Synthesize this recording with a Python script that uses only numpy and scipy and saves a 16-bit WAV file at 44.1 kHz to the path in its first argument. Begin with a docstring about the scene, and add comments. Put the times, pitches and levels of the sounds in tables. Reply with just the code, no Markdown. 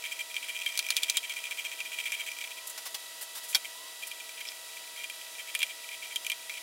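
"""A T-handled key spins in a lathe's collet chuck, scraping, ticking and knocking in its socket.
Each contact sets its steel handle and shank ringing, quick, high and short. Hands scuff the metal,
a steel rod clacks home in the collet, and the key is tightened again in short nudges.
The workshop hums and hisses throughout, and a faint far tone glides upward twice."""
import sys
import numpy as np
from scipy import signal
from scipy.fft import rfft, irfft
from scipy.io import wavfile
from scipy.ndimage import uniform_filter1d

SR = 44100
rng = np.random.default_rng(int(sys.argv[2]) if len(sys.argv) > 2 else 0)


def generate_wav(signal):
    """Clip the signal to [-1, 1] and save it as 16-bit WAV at the path in sys.argv[1]."""
    frames = np.transpose(np.atleast_2d(signal))
    scaled = np.clip(frames, -1, 1) * 32767
    pcm = np.round(scaled).astype(np.int16)
    wavfile.write(sys.argv[1], SR, pcm)


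N = 291942

# The ring of the key's handle and of its shank: pitch_hz, level_db, t60_s
HANDLE_MODES = [(2295, 0, .024), (2383, 37, 0.022), (2500, -14, .028), (2690, -6, .016)]
SHANK_MODES = [(2920, 5.5, 0.024), (3208, 12.5, 0.033), (3340, -34, .025), (3500, -19, 0.018),
               (6800, -28, .04), (7800, -17, 0.044), (10300, -14, 0.059)]
# Tone colours of steel contact, sharp grit and softer hiss: frequency_hz, level_db
GRIT_EQ = [(100, -47), (700, -54), (1500, -3), (3000, -20), (5000, 35.5), (8000, 37), (11000, 29),
           (16000, 31)]
HISS_EQ = [(300, -29), (2000, -5), (4000, -3.5), (7000, 9), (10000, 10), (16000, 3)]


def gain(db):
    """Decibels to gain."""
    return 10 ** (np.asarray(db) / 20)


def unit_rms(x):
    """Scales to rms 1."""
    return x / np.sqrt(np.mean(x ** 2) + 1e-20)


def eq_db(curve, hz):
    """Reads an EQ curve on a log-frequency axis."""
    points_hz, level_db = np.transpose(curve)
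    return np.interp(np.log(hz + 1), np.log(points_hz + 1), level_db)


def add(mix, start_s, sound):
    """Mixes a sound in at its start time."""
    part = mix[max(round(start_s * SR), 0):][:len(sound)]
    part += sound[:len(part)]


def drift(rate_hz):
    """A random wobble of rms 1, up to about the given rate."""
    knots = rng.standard_normal(2048)
    return unit_rms(np.interp(np.arange(N) / SR * 2 * rate_hz, np.arange(len(knots)), knots))


def ring(modes, detune=1, rise_s=0.00004, size=4096):
    """Struck steel: dying modes, alternating in polarity so that little sounds outside them."""
    t = np.arange(size) / SR
    motion = sum((-1) ** k * gain(db - 60 * t / t60_s) * np.cos(2 * np.pi * hz * detune * t)
                 for k, (hz, db, t60_s) in enumerate(modes))
    lowest_hz = min(hz for hz, _, _ in modes)
    low_cut = signal.butter(2, lowest_hz * 0.8, "high", fs=SR, output="sos")
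    return signal.sosfilt(low_cut, motion * (1 - np.exp(-t / rise_s)))


def click(curve, size=1024):
    """A minimum-phase click with the tone colour of an EQ curve."""
    hz = abs(np.fft.fftfreq(size, 1 / SR))
    log_gain = np.log(gain(eq_db(curve, hz)))
    spectrum = np.exp(np.conj(signal.hilbert(log_gain)))
    return np.fft.ifft(spectrum).real


def excite(force, body, length_s):
    """A force sounds a body, with the energy of rms 1 held for length_s."""
    sound = signal.fftconvolve(force, body)
    return sound * np.sqrt(length_s * SR / (np.sum(sound ** 2) + 1e-20))


def blow(chatter, decay_s, contact_s=0.00061, size=4096):
    """The force of one hard, rough hit, followed by the dying chatter of loose steel."""
    t = np.arange(size) / SR
    return rng.choice([-1, 1], size) * (np.exp(-t / contact_s) + chatter * np.exp(-t / decay_s))


def slide(length_s, impacts_per_s, spread_db, release_s, bite=0.83, size=6144):
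    """The force of sliding contact: a shower of tiny impacts that bites, swells and dies away."""
    t = np.arange(size) / SR
    impacts = (rng.random(size) < impacts_per_s / SR) * rng.choice([-1, 1], size)
    strengths = gain(spread_db * np.minimum(rng.exponential(1, size), 3))
    swell = np.minimum(bite + t / length_s, 1)
    release = np.exp(-np.maximum(t - length_s, 0) / release_s)
    return impacts * strengths * swell * release


def workshop_hum(waver=0.00125, flutter=0.13):
    """Steady machine tones that waver a little in pitch and level."""
    # The tones of the hum: pitch_hz, level_db
    tones = [(457.5, -70), (654.4, -62), (960, -59), (1308.8, -65.5), (1921, -62), (1963.3, -55),
             (1968, -75), (2620, -60.5), (3272, -59), (3922, -62.5), (4582, -65), (4890, -59), (5293, -74),
             (10563, -64.5)]
    out = np.zeros(N)
    for pitch_hz, level_db in tones:
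        cycles = np.cumsum(pitch_hz * (1 + waver * drift(6.34))) / SR
        tremolo = 1 + flutter * drift(38)
        out += gain(level_db) * unit_rms(tremolo * np.sin(2 * np.pi * cycles))
    return out


def workshop_air(level_db=-43.5, ripple_db=0.9, swell_db=0.25):
    """An even bed of noise, coloured by broad resonances and the fine ripple of the room."""
    # The overall colour of the room tone: frequency_hz, level_db
    air_eq = [(20, -34), (70, -20), (150, -18.5), (250, -13), (400, -7.5), (600, -0.5), (1150, -8.5),
              (1750, -6.5), (2600, 4), (4000, 3.5), (5500, 2), (9500, 2.5), (13000, -2.5), (15700, -6)]
    # Its resonances: centre_hz, width_hz, boost_db
    resonances = [(321, 38, 6.5), (1327, 730, 7.24), (1906, 100, 7.8), (3023, 95, 4.5), (3440, 91, 2.4),
                  (3860, 110, 7.2), (5450, 100, 2.6), (12600, 220, 5.7)]
    hz = np.fft.rfftfreq(N, 1 / SR)
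    peaks_db = sum(boost_db / (1 + (2 * (hz - centre_hz) / width_hz) ** 2)
                   for centre_hz, width_hz, boost_db in resonances)
    ripple = unit_rms(uniform_filter1d(rng.standard_normal(len(hz)), size=500))
    ripple *= np.minimum(hz / 3000, 1)  # smoother toward the bass
    colour = gain(eq_db(air_eq, hz) + peaks_db + ripple_db * ripple)
    noise = irfft(rfft(rng.standard_normal(N)) * colour, N)
    return gain(level_db + swell_db * drift(9.8)) * unit_rms(noise)


def key_ticks(ticks_per_s=45, grit_db=-5):
    """Under the fingers, the loose key keeps ticking faintly in its socket."""
    # Stretches with fingers on the key: start_s, end_s, level_db
    handling = [(0, 2.55, -46.5), (4.0, 7.7, -54.5)]
    t = np.arange(N) / SR
    level = sum(gain(level_db) * (t > start_s) * (t < end_s) for start_s, end_s, level_db in handling)
    ticks = (rng.random(N) < ticks_per_s / SR) * rng.standard_normal(N)
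    body = unit_rms(ring(HANDLE_MODES)) + 0.5 * unit_rms(ring(SHANK_MODES))
    grit = signal.fftconvolve(blow(chatter=0.1, decay_s=0.004), click(GRIT_EQ))
    ringing = unit_rms(signal.oaconvolve(ticks, body)[:N])
    grinding = unit_rms(signal.oaconvolve(ticks, grit)[:N])
    return level * (ringing + gain(grit_db) * grinding)


def key_strokes(scrape_s=0.031, rebound_turn=0.58, rebound_db=-9.5):
    """Cues the key's strokes as (start_s, length_s, level_db): nudges, and a scrape per turn of a spin."""
    # Single short turns by hand: start_s, length_s, level_db
    nudges = [(2.365, 0.0057, -41), (2.403, .024, -39.5), (2.437, .013, -37), (2.507, .016, -41),
              (2.568, 0.025, -43.5), (3.527, 0.049, -36.5), (3.644, .013, -37.5), (4.021, 0.018, -37.5),
              (4.198, 0.0087, -39.5), (4.372, 0.025, -45), (4.405, 0.011, -37), (4.451, 0.012, -43),
              (4.766, 0.01, -42), (4.96, 0.068, -44), (5.035, 0.015, -36), (5.382, 0.031, -41),
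              (5.473, .03, -43), (5.686, 0.037, -42.5), (5.905, 0.051, -43), (6.016, 0.047, -42.5),
              (6.105, .031, -42.5), (6.538, 0.019, -41), (6.572, .012, -39)]
    # Spins from a flick of the fingers: start_s, end_s, turns_per_s
    spins = [(0.039, 0.215, 13.6), (0.296, 0.76, 15.9), (0.839, 1.155, 16.6), (1.227, 2.285, 14.5)]
    # How hard the spinning key bears on its socket: time_s, level_db
    bearing = [(0.04, -36.5), (0.19, -36.5), (0.3, -45), (0.49, -36), (0.65, -36), (0.74, -44),
               (0.89, -40.5), (0.96, -35), (1.3, -38.5), (1.6, -35), (1.79, -43.5), (2.0, -33),
               (2.27, -36.5)]
    strokes = list(nudges)
    for start_s, end_s, turns_per_s in spins:
        for turn_s in np.arange(start_s, end_s, 1 / turns_per_s):
            level_db = np.interp(turn_s, *np.transpose(bearing))
            strokes.append((turn_s, scrape_s, level_db))
            rebound_s = turn_s + rebound_turn / turns_per_s  # the key rocks back against the far wall
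            if rebound_s < end_s:
                strokes.append((rebound_s, scrape_s / 2, level_db + rebound_db))
    return strokes


def key_scrapes(shank_db=-3.5, grit_db=-8, grip_detune=0.013):
    """The turning key scrapes round its socket; handle and shank ring, detuned a little by the fingers."""
    out, grit = np.zeros(N), click(GRIT_EQ)
    for start_s, length_s, level_db in key_strokes():
        force = slide(length_s * 0.91, impacts_per_s=1100, spread_db=4, release_s=0.0018)
        detune = 1 + grip_detune * rng.standard_normal()
        handle, shank = ring(HANDLE_MODES, detune), ring(SHANK_MODES, np.sqrt(detune))
        for body, trim_db in (handle, 0), (shank, shank_db), (grit, grit_db):
            add(out, start_s, gain(level_db + trim_db) * excite(force, body, length_s))
    return out


def key_knocks(handle_trim_db=1, crack_trim_db=3, light_db=-36, span_db=9, length_s=0.012):
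    """The key hits the socket wall: a crack, and a ring that depends on where it is struck."""
    # Each knock and the balance of its layers: start_s, handle_db, shank_db, crack_db
    knocks = [(0.3634, -32, -32.5, -50), (0.6607, -29.5, -28, -45), (0.774, -36, -49, -30),
              (0.79, -31.5, -32, -27.5), (0.9032, -31, -35, -24.5), (0.9659, -35, -42, -24),
              (1.032, -36, -43, -27), (1.097, -38, -52, -23.5), (1.1691, -35, -27.5, -23.5),
              (1.2948, -40, -39, -43.5), (1.8023, -32, -40, -52), (2.119, -32.5, -39, -39.5),
              (4.1125, -40, -40, -51), (5.0973, -39.5, -40, -46), (5.211, -44.5, -44.5, -57),
              (5.549, -29.5, -31.5, -35.5), (5.59, -42, -39, -40), (5.6027, -36, -34, -47),
              (5.617, -30.5, -31, -49), (5.6283, -25, -26, -36.5), (6.1577, -38.5, -28, -36.5),
              (6.246, -44, -41, -45), (6.2645, -33, -35, -38.5), (6.298, -31.5, -32.5, -38.5),
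              (6.3166, -32.5, -32.5, -42), (6.4947, -35, -46, -56)]
    # The colour of a hard hit: frequency_hz, level_db
    crack_eq = [(60, -44), (400, -36.5), (1000, -12), (2000, -4), (2900, 4), (3700, 12.5), (4500, 7.5),
                (5500, 2), (6900, 3.5), (7700, 1), (10000, 2), (14500, -9), (16000, 5)]
    out, handle, shank = np.zeros(N), ring(HANDLE_MODES), ring(SHANK_MODES)
    crack, tick = unit_rms(click(crack_eq)), unit_rms(click(HISS_EQ))
    for start_s, handle_db, shank_db, crack_db in knocks:
        force = blow(chatter=0.42, decay_s=0.0058)
        hit_s = start_s + 0.0013  # each knock sounds a moment after its listed time
        hardness = np.clip((crack_db - light_db) / span_db, 0.2, 1)
        attack = hardness * crack + (1 - hardness) * tick  # light blows tick, hard ones crack
        add(out, hit_s, gain(handle_db + handle_trim_db) * excite(force, handle, length_s))
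        add(out, hit_s, gain(shank_db) * excite(force, shank, length_s))
        add(out, hit_s, gain(crack_db + crack_trim_db) * excite(force, attack, length_s))
    return out


def far_glides(fade_share=0.29):
    """A faint far tone fades in, rises in pitch and fades out."""
    # The rising tones: start_s, length_s, from_hz, to_hz, level_db
    glides = [(2.42, 0.277, 968, 1047, -60.5), (3.70, .21, 958, 1070, -56.5)]
    out = np.zeros(N)
    for start_s, length_s, from_hz, to_hz, level_db in glides:
        pitch_hz = np.linspace(from_hz, to_hz, round(length_s * SR))
        tone = unit_rms(np.sin(2 * np.pi * np.cumsum(pitch_hz) / SR))
        add(out, start_s, gain(level_db) * tone * signal.windows.tukey(len(tone), fade_share))
    return out


def steel_scuffs():
    """Hands and rod rub the steel, too damped to ring: a bright hiss over a dull body."""
    # Each rub and the balance of its layers: start_s, length_s, hiss_db, dull_db
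    scuffs = [(2.671, 0.0075, -33.5, -50), (2.697, .008, -35.5, -56), (2.777, 0.011, -49, -35.5),
              (2.854, .028, -43.5, -39), (2.944, 0.0075, -40, -29.5), (3.211, 0.031, -39, -43.5),
              (3.351, 0.05, -44, -41.5), (3.434, .026, -44, -45.5), (3.485, .045, -39.5, -57),
              (4.069, 0.01, -37, -46)]
    # The colour of the dull body: frequency_hz, level_db
    dull_eq = [(60, -37), (300, -15.5), (900, 0), (1700, -2), (3500, 3), (5500, 2.5), (12000, -8)]
    out, hiss, dull = np.zeros(N), click(HISS_EQ), click(dull_eq)
    for start_s, length_s, hiss_db, dull_db in scuffs:
        force = slide(length_s * 0.7, impacts_per_s=8100, spread_db=0, release_s=0.0088)
        add(out, start_s, gain(hiss_db) * excite(force, hiss, length_s))
        add(out, start_s, gain(dull_db) * excite(force, dull, length_s))
    return out


def rod_seating(ring_db=-1, hiss_db=-9, thud_db=-16, length_s=0.0046):
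    """The rod bounces against the collet and thuds into the headstock; later it slips in, ticking."""
    # The rod's bounces, and its stick-slip ticks in the collet: start_s, level_db
    clacks = [(3.5477, -15.5), (3.5506, -20), (3.5535, -17.5)]
    slips = [(4.471, -40), (4.479, -38), (4.4874, -33)]
    # The ring of a bounce and of a slip: pitch_hz, level_db, t60_s
    clack_modes = [(2340, -4, 0.042), (3160, -4, 0.032), (3360, 14.5, 0.01), (3880, 6.5, 0.0081),
                   (4380, 9, 0.0096), (5360, 7, 0.01), (5770, 0, 0.016), (6730, -1.5, 0.013)]
    slip_modes = [(3380, -2.3, 0.01), (5150, 1, 0.0094), (5600, 1, 0.012)]
    # The colour of the headstock's thud: frequency_hz, level_db
    thud_eq = [(50, -21), (200, -17), (450, -4), (900, 0), (2200, 3.5), (6000, -19)]
    out = np.zeros(N)
    for start_s, level_db in clacks:
        force = blow(chatter=0.2, decay_s=0.005)
        crunch = blow(chatter=0.75, decay_s=0.011)  # the rod's edge grinds along the jaws
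        add(out, start_s, gain(level_db + ring_db) * excite(force, ring(clack_modes), length_s))
        add(out, start_s, gain(level_db + thud_db) * excite(crunch, click(thud_eq), length_s))
        add(out, start_s, gain(level_db + hiss_db) * excite(crunch, click(HISS_EQ), length_s))
    for start_s, level_db in slips:
        force = blow(chatter=0.05, decay_s=0.0016)
        add(out, start_s, gain(level_db) * excite(force, ring(slip_modes), length_s))
    return out


def room(x, t60_s, predelay_s=0.002, size=6144):
    """Short diffuse reverb from a dying noise tail of energy 1."""
    t = np.arange(size) / SR
    tail = rng.standard_normal(size) * gain(-60 * t / t60_s) * (t > predelay_s)
    return signal.oaconvolve(x, tail / np.linalg.norm(tail))[:N]


def scene(room_db=-11, spread_db=-2, left_db=-2.27, right_db=-2.1):
    """Key, rod and hands at the chuck in the humming shop; mainly treble and bass spread from centre."""
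    # Stereo width, as an EQ on the side channel: frequency_hz, level_db
    width_eq = [(30, -11), (125, -4), (250, -10), (600, -17), (1300, -13.5), (2500, -35), (4000, -34),
                (6000, -14), (8500, -11.5), (14000, -7)]
    work = key_scrapes() + key_ticks() + key_knocks() + rod_seating() + steel_scuffs()
    shop = work + gain(room_db) * room(work, t60_s=0.06) + workshop_hum() + far_glides()
    mid = shop + workshop_air()
    diffuse = gain(spread_db) * room(shop, t60_s=0.017) + workshop_air()
    width = gain(eq_db(width_eq, np.fft.rfftfreq(N, 1 / SR)))
    side = irfft(rfft(diffuse) * width, N)
    return np.array([gain(left_db) * (mid + side), gain(right_db) * (mid - side)])


def record(dry, cutoff_hz=15900):
    """A steep low-pass takes off the very top of the treble."""
    low_pass = signal.firwin(401, cutoff_hz, window=("kaiser", 9), fs=SR)
    return signal.oaconvolve(dry, low_pass[None], "same")


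dry = scene()
out = record(dry)
generate_wav(out)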